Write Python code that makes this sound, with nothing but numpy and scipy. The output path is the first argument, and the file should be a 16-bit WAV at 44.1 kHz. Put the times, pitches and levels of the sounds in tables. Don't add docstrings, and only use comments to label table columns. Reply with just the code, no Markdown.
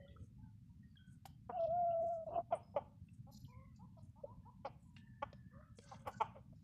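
import sys
import numpy as np
from scipy import signal
from scipy.fft import rfft, irfft
from scipy.io import wavfile

SR = 44100
rng = np.random.default_rng(int(sys.argv[2]) if len(sys.argv) > 2 else 0)


def undo_db(level):
    steps = np.asarray(level, float) / 20
    return 10 ** steps


def unload_wav(signal):
    wavfile.write(
        sys.argv[1],
        SR,
        np.round(np.clip(np.atleast_2d(signal).T, -1, 1) * 32767).astype(np.int16),
    )


N = 292383


def at_hz(points, hz):
    return np.interp(np.log(hz), np.log(np.array(points)[:, 0]), np.array(points)[:, 1])


def wobble(size, hz):
    low = signal.butter(4, min(hz, .45 * SR), fs=SR, output="sos")
    return signal.sosfilt(low, rng.standard_normal(size + 4000))[4000:] * np.sqrt(SR / (2 * hz))


def add(out, s, sound):
    i = max(round(s * SR), 0)
    out[i:i + len(sound)] += sound[:N - i]


def along(length_s):
    return np.linspace(0, 1, max(round(length_s * SR), 8))


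# (frequency [Hz], relative level [dB])
RUMBLE_SPECTRUM = [(26, -42.5), (44, -11.5), (60, -7.5), (96, -1.5), (127, -1), (146, -5.5), (183, -5.5),
                   (211, -7.5), (264, -16), (285, -21.5), (335, -35.5), (420, -38.5), (550, -60),
                   (920, -120)]
RUMBLE_RMS_DB = -60


def rumble():
    hz = np.maximum(np.arange(N // 2 + 1) * SR / N, 1)
    low = irfft(rfft(rng.standard_normal(N)) * undo_db(at_hz(RUMBLE_SPECTRUM, hz)), N)
    flutter = undo_db(2.7 * wobble(N, 18))
    return undo_db(RUMBLE_RMS_DB) * low / np.std(low) * flutter


CHANCE_FLOOR_DB, CHANCE_SPREAD_DB = -91, 6
CHANCE_LOW_HZ, CHANCE_HIGH_HZ, CHANCE_LONGEST_S = 850, 5000, .07


def chance_tones(count=14):
    rows = []
    for when, length, pitch, glide, level in rng.random((count, 5)):
        first_hz = CHANCE_LOW_HZ * (CHANCE_HIGH_HZ / CHANCE_LOW_HZ) ** pitch
        last_hz = first_hz * (.96 + .08 * glide)
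        length_s = (.2 + .8 * length) * CHANCE_LONGEST_S
        db = CHANCE_FLOOR_DB + CHANCE_SPREAD_DB * level
        rows.append((when * N / SR, length_s, first_hz, last_hz, db))
    return rows


# (time [s], length [s], first pitch [Hz], last pitch [Hz], level [dB])
WAVERING_TONES = [(0, 0.12, 562, 564, -60.5), (0, 0.16, 1957, 1945, -74), (0, 0.097, 3055, 3000, -76),
                  (0.064, 0.028, 1390, 1440, -72), (0.079, 0.021, 3420, 3150, -58.5),
                  (0.162, 0.012, 1300, 1370, -60), (0.383, 0.16, 850, 875, -75.5),
                  (0.425, 0.12, 1570, 1386, -83), (0.693, 0.053, 947, 932, -80),
                  (0.828, 0.03, 1854, 1850, -74), (0.968, 0.017, 3210, 3120, -66.5),
                  (0.989, 0.19, 1524, 1472, -74), (1.522, 0.046, 2750, 3020, -73.5),
                  (1.826, 0.35, 1040, 1182, -79.5), (2.629, 0.041, 5170, 5000, -78.5),
                  (2.707, 0.028, 5400, 5300, -81.5), (3.489, 0.12, 2386, 2174, -77.5),
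                  (3.524, 0.21, 2190, 1948, -76), (4.851, 0.41, 993, 872, -82.5),
                  (4.973, 0.84, 1759, 1740, -76), (5.532, 0.21, 1182, 1350, -71),
                  (5.799, 0.44, 569, 534, -73), (5.821, 0.2, 1527, 1680, -77),
                  (6.124, 0.16, 1490, 1550, -69.5)]


def wavering_tones():
    out = np.zeros(N)
    for s, length_s, first_hz, last_hz, db in WAVERING_TONES + chance_tones():
        u = along(length_s)
        hz = (first_hz + (last_hz - first_hz) * u) * (1 + 0.018 * wobble(len(u), 45))
        swell = np.clip(u * length_s / 0.0024, 0, 1) * (1 - u) ** .5
        flutter = undo_db(3.1 * wobble(len(u), 42)) * (1 + 0.29 * wobble(len(u), 180))
        add(out, s, undo_db(db) * swell * flutter * np.sin(2 * np.pi * np.cumsum(hz) / SR))
    return out


def grainy_noise(rows, grain_db=3.0, streak_db=4.5):
    out = np.zeros(N)
    for s, rise_s, t60_s, db, centre_hz, octaves in rows:
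        t = np.arange(-3 * rise_s, t60_s, 1 / SR)
        swell = np.where(t < 0, np.exp(-(t / rise_s) ** 2), undo_db(-60 * t / t60_s))
        grain = undo_db(grain_db * (wobble(len(t), 69) + wobble(len(t), 19.2)))
        hz = np.arange(len(t) // 2 + 1) * SR / len(t) + 1
        streaks = np.interp(hz, np.arange(0, 24000, 120), rng.standard_normal(200))
        band = 1 / (1 + (2 * np.log2(hz / centre_hz) / octaves) ** 6)
        noise = irfft(rfft(rng.standard_normal(len(t))) * undo_db(streak_db * streaks) * band, len(t))
        add(out, s - 3 * rise_s, undo_db(db) * swell * grain * noise / np.std(noise))
    return out


# (peak time [s], rise [s], fall t60 [s], level [dB], centre [Hz])
NOISE_SWELLS = [(.1, 0.055, 0.4, -70, 394), (0.119, 0.045, 0.65, -84, 3140), (0.249, 0.08, 0.2, -82, 7500),
                (1.169, 0.1, 0.17, -81, 7600), (1.614, 0.017, 0.37, -69.5, 3960),
                (2.04, 0.013, 0.16, -62.5, 392), (2.126, 0.15, 0.82, -82, 6860),
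                (3.151, 0.092, 0.27, -84.5, 7140), (3.321, 0.0088, 0.5, -64.5, 5400),
                (3.323, 0.014, 0.67, -73.5, 12800), (3.782, 0.035, 0.26, -78.5, 5480),
                (3.991, 0.03, 0.44, -85, 4100), (4.049, 0.051, 0.36, -82, 8000),
                (4.29, 0.026, 0.35, -74, 493), (4.811, 0.016, 1.36, -80.5, 8800),
                (5.621, 0.074, 0.34, -73.5, 1330), (5.789, 0.024, 1.06, -74, 7100),
                (5.898, 0.063, 0.83, -77, 2650), (5.908, 0.05, 0.32, -70.5, 5000),
                (5.922, 0.051, 0.61, -70.5, 1200), (6.138, 0.021, 0.29, -71.5, 5660),
                (6.56, 0.052, 0.69, -83, 5370)]
SWELL_OCTAVES = 0.96


def noise_swells():
    return grainy_noise([tuple(row) + (SWELL_OCTAVES,) for row in NOISE_SWELLS])


# (peak time [s], level [dB], centre [Hz], width [octaves])
BRIGHT_BURSTS = [(1.258, -60, 3940, 12), (2.282, -72, 4180, 1.15), (2.554, -63, 8940, 0.37),
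                 (3.45, -76, 3450, 0.72), (4.658, -67, 4720, 0.63), (4.97, -62, 2880, 2.15),
                 (6.076, -63, 8600, 2), (6.214, -66, 6900, 0.57)]
BURST_RISE_S, BURST_T60_S = .004, 0.11


def bright_bursts():
    return grainy_noise([(s, BURST_RISE_S, BURST_T60_S, db, hz, octaves)
                         for s, db, hz, octaves in BRIGHT_BURSTS])


# (time [s], level [dB], body pitch [Hz])
KNOCKS = [(0.956, -61, 1640), (1.254, -42.5, 780), (3.086, -62.5, 2670), (4.964, -53.5, 2800),
          (5.329, -48, 574), (5.786, -46, 471)]


def knocks(ring_t60_s=0.038, crack_t60_s=.025, crack_db=-6):
    out, t = np.zeros(N), np.arange(round(.06 * SR)) / SR
    for s, db, body_hz in KNOCKS:
        crack = undo_db(crack_db) * wobble(len(t), 5000) * undo_db(-60 * t / crack_t60_s)
        ring = np.sin(2 * np.pi * body_hz * t) * undo_db(-60 * t / ring_t60_s)
        onset = np.clip(t / 0.0022, 0, 1)
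        add(out, s, undo_db(db) * (ring + crack) * onset)
    return out


# (frequency [Hz], level [dB])
BEAK = [(200, -46), (450, -13.5), (1320, -11.5), (1560, -40), (1900, -28.5), (2200, -20.5), (2450, -24.5),
        (2700, -34.5), (3100, -25), (3350, -40), (3600, -53), (6000, -46), (9000, -85.5)]


def voice(pitch_hz, throat_hz, width_hz, rough, open_db):
    turn = 2 * np.pi * np.cumsum(pitch_hz * (1 + 0.19 * rough * wobble(len(pitch_hz), 100))) / SR
    k = np.arange(1, 34)[:, None]
    hz = k * pitch_hz
    off = 2 * (hz - throat_hz) / max(width_hz, 20)
    throat = 1 / (1 + np.abs(off) ** 2.67)
    beak = undo_db(at_hz(BEAK, hz) + open_db)
    spread = 0.4 * k ** 2
    pulses = np.sum((throat + beak) * np.sin(k * turn - spread), axis=0)
    sound = pulses * (1 + rough * wobble(len(pitch_hz), 160))
    return sound / np.max(np.abs(sound))


# (time [s], length [s], first pitch [Hz], last pitch [Hz], level [dB], throat [Hz])
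FAR_HEN = [(3.268, 0.038, 257, 286, -56.5, 697), (3.478, 0.18, 484, 546.4, -59, 835),
           (3.791, 0.069, 393, 533, -59, 885), (3.968, 0.028, 352, 305.5, -56.5, 770),
           (4.157, 0.056, 281.5, 336, -60.5, 856), (4.253, 0.078, 425, 509, -57.5, 955),
           (4.452, 0.049, 414, 512, -54.5, 936), (5.514, 0.1, 479, 626, -60, 686)]


def far_hen(width_hz=260, rough=.13):
    out = np.zeros(N)
    for s, length_s, first_hz, last_hz, db, throat_hz in FAR_HEN:
        u = along(length_s)
        swell = np.sin(np.pi * u ** 2.02) ** 0.14
        pitch_hz = first_hz + (last_hz - first_hz) * u
        add(out, s, undo_db(db) * swell * voice(pitch_hz, throat_hz, width_hz, rough, open_db=-5))
    return signal.sosfilt(signal.butter(6, 1300, fs=SR, output="sos"), out)


# (time [s], length [s], pitch [Hz], level [dB], throat [Hz], throat width [Hz], beak openness [dB])
CLUCKS = [(1.492, 0.026, 246, -35, 713, 694, -17), (2.502, 0.061, 295, -39.5, 720, 317, -9.5),
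          (2.519, 0.056, 347.3, -25.5, 691, 130, -11.5), (2.74, 0.021, 274, -45, 685, 300, -14),
          (2.76, 0.034, 306.8, -25, 693.5, 173, -14.5), (4.233, 0.029, 296.3, -38.5, 568, 55.7, -35),
          (4.646, 0.039, 282.5, -33.5, 680, 320, 3.5), (5.219, 0.026, 288.8, -29, 854, 667, 10.5),
          (5.91, 0.03, 278, -42, 870, 405, -3), (5.935, 0.019, 321, -46.5, 870, 406, 2),
          (6.046, 0.086, 274.4, -45.5, 598, 310, 15), (6.066, 0.031, 295.9, -32.5, 817, 694, 15.5),
          (6.079, 0.029, 277, -40.5, 733, 390, 1), (6.199, 0.034, 228, -24, 895, 198, -1),
          (6.238, 0.012, 222, -45.5, 906, 128, 5), (6.341, 0.068, 302, -47.5, 558, 200, 9),
          (6.523, 0.017, 300, -59, 580, 151, 7)]
SWELL_SHARE, SWELL_PER_KHZ, THROAT_REST_HZ = .17, 1.38, 680
SAG_PER_S = 6.6
ROUGH, ROUGH_PER_DB_DOWN, FULL_DB = .13, .008, -24


def clucks(fade_db=14):
    out = np.zeros(N)
    for s, length_s, pitch_hz, db, throat_hz, width_hz, open_db in CLUCKS:
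        u = along(length_s)
        rise = SWELL_SHARE + SWELL_PER_KHZ * abs(throat_hz - THROAT_REST_HZ) / 1000
        rise = np.clip(rise, .05, .8)
        after = np.clip((u - rise) / (1 - rise), 0, 1)
        swell = np.sin(np.pi / 2 * np.clip(u / rise, 0, 1)) ** 2.0
        fade = undo_db(-fade_db * after ** 2) * np.clip((1 - u) / 0.057, 0, 1)
        sagging_hz = pitch_hz * (1 - SAG_PER_S * length_s * (1 - rise) * u ** 1.5)
        effort_db = 0.46 * (db + 32.0)
        beak_db = open_db + effort_db - 10 * after
        rough = ROUGH + ROUGH_PER_DB_DOWN * (FULL_DB - db)
        add(out, s, undo_db(db) * swell * fade * voice(sagging_hz, throat_hz, width_hz, rough, beak_db))
    return out


# (multiple of pitch, level [dB])
CALL_PARTIALS = [(1, 0), (1.5, -45), (2, -40), (3, -55), (4, -60)]


def membrane(when, pitch_hz, level_db, hoarse):
    size = len(when)
    shake = 0.013 * wobble(size, 35) + 0.11 * hoarse * wobble(size, 76)
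    turn = 2 * np.pi * np.cumsum(pitch_hz * (1 + shake)) / SR
    tone = np.zeros(size)
    for k, db in CALL_PARTIALS:
        flutter_db = (k > 1) * (1.5 * k * wobble(size, 9) + 3 * wobble(size, 80))
        tone += undo_db(db + flutter_db) * np.sin(k * turn)
    tremor = .07 * wobble(size, 70)
    swing = 1 + tremor + hoarse * (1.06 * wobble(size, 430) + .5 * np.sin(turn / 2))
    edge = np.clip(np.minimum(when - when[0], when[-1] - when) / 0.0056, 0, 1)
    return np.sqrt(2) * undo_db(level_db) * edge * swing * tone


# (time [s], pitch [Hz], level [dB])
HELD_NOTE = [(1.52, 691, -52), (1.56, 755, -43), (1.596, 658.4, -37.5), (1.654, 653, -36),
             (1.664, 615, -41), (1.7, 633, -40.5), (1.708, 662, -37), (1.762, 718, -37.5),
             (1.804, 698.5, -35.5), (1.984, 665.3, -37.5), (2.11, 681, -40), (2.238, 640, -49.5),
             (2.255, 627, -74.5)]
# (time [s], pitch [Hz], level [dB], hoarseness [0-1])
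CALL_END = [(2.262, 643, -61, 0), (2.269, 659, -43.5, 0), (2.296, 567.4, -46.5, 0.21),
            (2.309, 649, -51, 0.33), (2.347, 714, -45.5, 0.52), (2.367, 692.5, -33, 0.04),
            (2.385, 695, -35, 0.24), (2.403, 696, -40.5, 0.1), (2.424, 692, -65, 0.42)]
# (time [s], depth [dB])
CATCHES = [(1.588, 9.5), (1.667, 10.5), (1.925, 8.5), (2.301, 9), (2.355, 3.5), (2.372, 16)]
CATCH_S = 0.0041
CLEAR, ONSET_HOARSE, SETTLE_S = 0.0013, 0.071, .1


def long_call():
    out, t = np.zeros(N), np.arange(N) / SR
    start_s = HELD_NOTE[0][0]
    held = [tuple(row) + (CLEAR + ONSET_HOARSE * np.exp((start_s - row[0]) / SETTLE_S),)
            for row in HELD_NOTE]
    for rows in (held, CALL_END):
        s, *columns = np.transpose(rows)
        when = np.arange(s[0], s[-1], 1 / SR)
        add(out, s[0], membrane(when, *[np.interp(when, s, c) for c in columns]))
    dip_db = sum(depth_db * np.exp(-((t - s) / CATCH_S) ** 2) for s, depth_db in CATCHES)
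    return out * undo_db(-dip_db)


BAND_DB, BAND_PER_DEPTH = -48.5, 1
BAND_HZ, BAND_OCTAVES, BAND_RISE_S, BAND_T60_S = 2800, .3, .025, 0.088


def fourth_harmonic_noise():
    when, level_db = np.transpose([(row[0], row[2]) for row in list(HELD_NOTE) + list(CALL_END)])
    rows = []
    for s, depth_db in CATCHES:
        db = np.interp(s, when, level_db) + BAND_DB + BAND_PER_DEPTH * depth_db
        rows.append((s, BAND_RISE_S, BAND_T60_S, db, BAND_HZ, BAND_OCTAVES))
    return grainy_noise(rows)


YARD_T60_S, YARD_CUT_HZ, YARD_GAP_S = 0.42, 6000, .012


def yard(x, blur):
    t = np.arange(round(YARD_T60_S * SR)) / SR
    tail = wobble(len(t), YARD_CUT_HZ) * undo_db(-60 * t / YARD_T60_S) * (t > YARD_GAP_S)
    tail = signal.lfilter([1, -.9], [1], tail)
    blurred = x * (1 - blur + blur * wobble(N, 350))
    return signal.fftconvolve(blurred, tail / np.sqrt(np.sum(tail ** 2)))[:N]


def scene():
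    short, far, held, tones = clucks() + knocks(), far_hen(), long_call(), wavering_tones()
    near_echo = yard(undo_db(-12) * short, blur=0.45)
    far_echo = yard(undo_db(-3) * far + undo_db(-9) * tones + undo_db(-26) * held, blur=.12)
    noises = rumble() + noise_swells() + bright_bursts() + fourth_harmonic_noise()
    return (noises + tones + short + far + held + near_echo + far_echo)[None]


GATE_DB, GATE_FROM_HZ = -108, 330


def suppress(x):
    hz, _, bins = signal.stft(x, SR, nperseg=1024, noverlap=768)
    power = signal.lfilter([.3], [1, -.7], np.abs(bins) ** 2, axis=-1)
    power = np.maximum(power, np.abs(bins) ** 2 * 0.24)
    passed = np.clip(1 - undo_db(GATE_DB) ** 2 / (power + 1e-20), 0, 1)
    gain = np.where(hz[:, None] > GATE_FROM_HZ, passed, 1)
    return signal.istft(bins * gain, SR, nperseg=1024, noverlap=768)[1][..., :N]


HISS_DB, HISS_POLE = -91, 0.57


def hiss(shape):
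    return signal.lfilter([1], [1, -HISS_POLE], undo_db(HISS_DB) * rng.standard_normal(shape))


def low_pass(x):
    return signal.sosfilt(signal.butter(12, 14470, fs=SR, output="sos"), x)


def record(dry):
    mix = suppress(dry) + hiss(dry.shape)
    return low_pass(mix)


dry = scene()
out = record(dry)
unload_wav(out)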